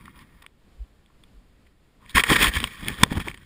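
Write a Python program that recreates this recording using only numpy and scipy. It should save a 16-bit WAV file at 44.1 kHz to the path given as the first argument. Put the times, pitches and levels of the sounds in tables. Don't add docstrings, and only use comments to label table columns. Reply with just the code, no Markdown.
import sys
import numpy as np
from scipy import signal
from scipy.fft import rfft, irfft
from scipy.io import wavfile

SR = 44100
rng = np.random.default_rng(int(sys.argv[2]) if len(sys.argv) > 2 else 0)


def wrap_up_sound(samples):
    columns = np.atleast_2d(samples).T
    tamed = np.clip(columns, -1, 1)
    steps = np.round(tamed * 32767).astype(np.int16)
    wavfile.write(sys.argv[1], SR, steps)


N = 152145

# (f/Hz, half-width/Hz, level/dB)
CASE_MODES = [(473, 56, -10), (1089, 135.5, 1.15), (1420, 126, -2), (1836, 227, 1.5), (2254, 270, 2.5),
              (2740, 480, -6), (3320, 386, 0.3), (4830, 430, -9.5), (7120, 580, -13.5), (8630, 410, -9.5),
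              (9760, 690, -8.5), (14500, 840, -12.5)]
# (f/Hz, half-width/Hz, gain/dB)
COLOUR_BANDS = [(770, 420, 2), (6030, 254, -12), (11790, 440, -25)]
# (f/Hz, level re the hit at zero tilt/dB, T60/s)
RING_MODES = [(3510, -22, 0.028), (8530, -11, 0.0126)]
# (f/Hz, relative level/dB)
WIND_SPECTRUM = [(20, -0.5), (55, 1.5), (110, -9), (200, -8.5), (420, -16.5), (850, -23.5), (3600, -30.5),
                 (5000, -34), (6000, -44.5), (7000, -36.5), (14800, -45.5)]
SHUDDER_SPECTRUM = [(15, -19.5), (30, 0.5), (55, 1), (110, -5.5), (220, -4.5), (330, -15), (600, -43.5),
                    (1500, -76)]
HOLLOW_SPECTRUM = [(120, -30.5), (300, 1), (490, -7), (620, -10.5), (1050, -5.5), (1700, -17.5),
                   (5000, -41)]
CLOTH_SPECTRUM = [(700, 1), (1050, 10.5), (1500, 4), (1950, 11), (2600, -2.5), (4800, 2), (8500, -2.5),
                  (10000, 7)]
# (crest t/s, peak level/dB, f/Hz, half-length/ms)
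SOFT_BUMPS = [(0.818, -27.5, 50.4, 19.4), (1.384, -43.5, 43, 25), (2.169, -22.5, 56, 13),
              (2.3176, -11, 169, 3), (2.489, -22, 52.4, 17), (2.573, -18, 64, 10.3),
              (3.0347, -2, 157, 2.23), (3.1189, -14.5, 192, 1.97)]
# (t/s, peak level/dB, tilt/dB per octave,
# decay time/ms, favoured f/Hz)
CONTACT_KNOCKS = [(.0095, -43.5, -1, 2.4, 2000), (0.0561, -38.5, -0.5, 3, 1970),
                  (0.0798, -31.5, -10, 1.77, 1300), (0.464, -28, -2, 1.05, 3470),
                  (1.061, -48.5, -0.5, 0.55, 3550), (1.1, -53.5, -11, 2.2, 1140),
                  (1.237, -40.5, -0.5, 2.4, 3650), (2.062, -39, .5, 0.59, 2250),
                  (2.095, -31.5, -0.5, 2.2, 3800), (2.2368, -8, -1, 4.3, 2070), (2.3021, -4, -1, 1.3, 1190),
                  (2.6026, -12, -1.5, .5, 3480), (2.6408, -5.5, -2, 1.3, 2680), (2.847, -26, -1, 0.95, 3430),
                  (3.0337, 5, -2.5, 1, 1406), (3.0351, 2.5, -2.5, 1.27, 3540), (3.0357, -1.5, -5.5, .7, 960),
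                  (3.1298, -25.5, 0, .6, 3320), (3.2838, -14, -3.5, .5, 2170),
                  (3.314, -25.5, -1.5, 0.58, 2400), (3.375, -33, -0.5, 1.3, 3300)]
# (crest t/s, peak level/dB, tilt/dB per octave, half-length/ms, favoured f/Hz)
BRIEF_SCUFFS = [(0.192, -39, -0.5, 1.8, 4700), (0.215, -43.5, -1, 17, 1050), (0.4248, -38.5, 1, 3.3, 1090),
                (0.443, -44.5, -9, 6.1, 1030), (1.67, -50.5, 0, 6.6, 2300), (2.035, -49, -17, 28, 1080),
                (2.107, -35.5, 1.5, 11, 4000), (2.171, -8.5, -5, 2, 1160), (2.182, -2, -4, 2.9, 1800),
                (2.225, -32, -12, 12, 1090), (2.332, -8.5, -3, 5.1, 2300), (2.3641, -6.5, -2, 5.9, 1770),
                (2.429, -6, 1, 6.5, 2540), (2.4428, -7, 2, 1.45, 3200), (2.573, -18.5, -4.5, 2.6, 1780),
                (2.675, -26.5, 1.5, 2.6, 2300), (2.8845, -10, 1.5, 1.3, 2460),
                (3.345, -31.5, -2, 2.4, 2340)]
# (t/s, then level/dB of scrape, shudder, hollow)
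SLEEVE_RUB = [(0, -54.5, -48.5, -93), (.10, -57.5, -46.5, -93), (.135, -62.5, -56.5, -71),
              (.18, -52.5, -51.5, -64), (.225, -60, -50, -88), (.26, -65.5, -55, -82),
              (.445, -63, -66.5, -86), (.49, -79, -77, -80)]
SNOW_RUB = [(1.99, -79, -79, -92), (2.025, -62.5, -57, -74), (2.142, -53, -62, -81),
            (2.150, -21, -22.5, -50), (2.177, -13.5, -25.5, -34), (2.192, -22, -35, -29),
            (2.206, -20, -34, -40), (2.23, -47, -42, -62), (2.255, -34, -50, -53), (2.295, -22, -31, -32),
            (2.315, -16, -22.5, -16), (2.346, -21.5, -29.5, -37), (2.362, -23.5, -25, -32),
            (2.384, -26, -30, -43), (2.41, -18, -30, -26.5), (2.43, -18.5, -28.5, -33.5),
            (2.462, -18, -28, -34), (2.488, -22, -27.5, -36), (2.51, -41.5, -45, -49),
            (2.565, -20.5, -29.5, -43), (2.596, -36.5, -41.5, -63), (2.63, -34.5, -29.5, -43),
            (2.70, -43, -49, -63), (2.77, -45, -52, -75), (2.83, -42, -35.5, -47), (2.895, -35.5, -30, -40),
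            (2.97, -43.5, -45.5, -54), (3.025, -33, -28.5, -38), (3.052, -47, -38, -40.5),
            (3.10, -48.5, -40, -55), (3.123, -33, -29, -29), (3.144, -42, -30, -41),
            (3.167, -37.5, -27.5, -37), (3.178, -33, -17.5, -27), (3.191, -45, -30, -47),
            (3.202, -32, -28.5, -32), (3.235, -48.5, -44, -67), (3.277, -37.5, -36, -30),
            (3.30, -44, -37.5, -52), (3.328, -53, -46.5, -60), (3.40, -56, -50.5, -73),
            (3.45, -56, -55, -73)]

FILTER_HZ = np.maximum(np.arange(2049) * SR / 4096, 10)


def undb(db):
    return 10 ** (np.asarray(db) / 20)


def unit(x):
    return x / np.sqrt(np.mean(x ** 2))


def fluctuation(hz):
    return unit(signal.sosfilt(signal.butter(2, hz, fs=SR, output="sos"), rng.standard_normal(N)))


def minimum_phase(x, gain_db):
    cepstrum = irfft(np.log(undb(gain_db)))
    half = len(cepstrum) // 2
    cepstrum[1:half] *= 2
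    cepstrum[half + 1:] = 0
    return signal.fftconvolve(x, irfft(np.exp(rfft(cepstrum))))[:len(x)]


def colour(x, spectrum):
    hz, db = np.array(spectrum).T
    return unit(minimum_phase(x, np.interp(np.log(FILTER_HZ), np.log(hz), db)))


def noise(spectrum):
    return colour(rng.standard_normal(N), spectrum)


def wind(level_db=-58, sway_db=1.4):
    return noise(WIND_SPECTRUM) * undb(level_db + sway_db * fluctuation(hz=2.4))


def bumps():
    t = np.arange(N) / SR
    return sum(undb(db) * np.cos(2 * np.pi * hz * (t - s)) * np.exp(-((t - s) * 1000 / half_ms) ** 2)
               for s, db, hz, half_ms in SOFT_BUMPS)


def case(x, tilt_db, favoured_hz=None, favour_db=8, favour_octaves=0.27, valley_db=-22):
    f = FILTER_HZ
    mode_power = sum(undb(db) ** 2 / (1 + ((f - hz) / width) ** 2) ** 2 for hz, width, db in CASE_MODES)
    modes = 10 * np.log10(mode_power + undb(valley_db) ** 2)
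    bands = sum(db * np.exp(-((f - hz) / width) ** 2) for hz, width, db in COLOUR_BANDS)
    place = favour_db * np.exp(-(np.log2(f / favoured_hz) / favour_octaves) ** 2) if favoured_hz else 0
    tilt = tilt_db * np.log2(np.maximum(f, 1100) / 2000)
    return minimum_phase(x, modes + bands + place + tilt)


def knocks(click=0.83, size=4096):
    out, t = np.zeros(N + size), np.arange(size) / SR
    for s, db, tilt_db, decay_ms, favoured_hz in CONTACT_KNOCKS:
        force = rng.standard_normal(size) * np.exp(-t * 1000 / decay_ms)
        force[0] += click
        hit = case(force, tilt_db, favoured_hz)
        ring = sum(undb(ring_db + 2 * tilt_db - 60 * t / t60) * np.sin(2 * np.pi * hz * t)
                   for hz, ring_db, t60 in RING_MODES)
        start = int(s * SR)
        out[start:start + size] += undb(db) * (hit / np.abs(hit).max() + ring)
    return out[:N]


def scuffs(size=4096):
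    out, t_ms = np.zeros(N + size), (np.arange(size) - size // 2) * 1000 / SR
    for s, db, tilt_db, half_ms, favoured_hz in BRIEF_SCUFFS:
        force = rng.standard_normal(size) * np.exp(-(t_ms / half_ms) ** 2)
        burst = case(force, tilt_db, favoured_hz)
        start = int(s * SR) - size // 2
        out[start:start + size] += undb(db) * burst / np.abs(burst).max()
    return out[:N]


def cracks(per_s=160, level_db=-4):
    return undb(level_db) * unit(rng.uniform(-1.3, 1, N) * (rng.random(N) < per_s / SR))


def slips(per_s=4500, spread_db=-2.8, smooth_db=2):
    sizes = rng.standard_normal(N) * undb(spread_db * np.minimum(rng.exponential(size=N), 4))
    impulses = unit(sizes * (rng.random(N) < per_s / SR))
    return impulses + undb(smooth_db) * rng.standard_normal(N)


def rattle(x, decay_ms=3.9, level_db=-7.5, size=2048):
    t_ms = np.arange(size) / SR * 1000
    tail = unit(rng.standard_normal(size) * np.exp(-t_ms / decay_ms)) / np.sqrt(size)
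    return x + undb(level_db) * signal.fftconvolve(x, tail)[:N]


def wander(x, rate_hz=30.5, depth_db=2):
    for hz, half_width, _ in CASE_MODES[:7]:
        band = signal.lfilter(*signal.iirpeak(hz, hz / (2 * half_width), fs=SR), x)
        x = x + (undb(depth_db * fluctuation(rate_hz)) - 1) * band
    return unit(x)


def rubbing(envelopes, cloth=False, grip_db=2, pressed_above_db=-23):
    times, *levels = np.array(envelopes).T
    scrape_db, shudder_db, hollow_db = (np.interp(np.arange(N) / SR, times, db) for db in levels)
    slipping = slips()
    grip = unit(undb(grip_db * fluctuation(hz=120)))
    drag = rattle(slipping * grip + (0 if cloth else cracks()))
    pressed = .5 + .5 * np.tanh((scrape_db - pressed_above_db) / 6)
    firm, light = unit(case(drag, tilt_db=0.56)), unit(case(drag, tilt_db=0.02))
    scrape = wander(pressed * firm + (1 - pressed) * light)
    if cloth:
        scrape = colour(scrape, CLOTH_SPECTRUM)
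    shudder = noise(SHUDDER_SPECTRUM) * undb(shudder_db - 1)
    hollow = noise(HOLLOW_SPECTRUM) * undb(hollow_db - 0.5)
    return scrape * undb(scrape_db - 0.5) + grip * (shudder + hollow)


def scene():
    rubs = rubbing(SLEEVE_RUB, cloth=True) + rubbing(SNOW_RUB)
    return (rubs + scuffs() + knocks() + bumps() + wind())[None]


def record(dry):
    cutoff_hz = 15350
    return signal.sosfilt(signal.ellip(8, .2, 70, cutoff_hz, fs=SR, output="sos"), np.clip(dry, -1, 1))


dry = scene()
out = record(dry)
wrap_up_sound(out)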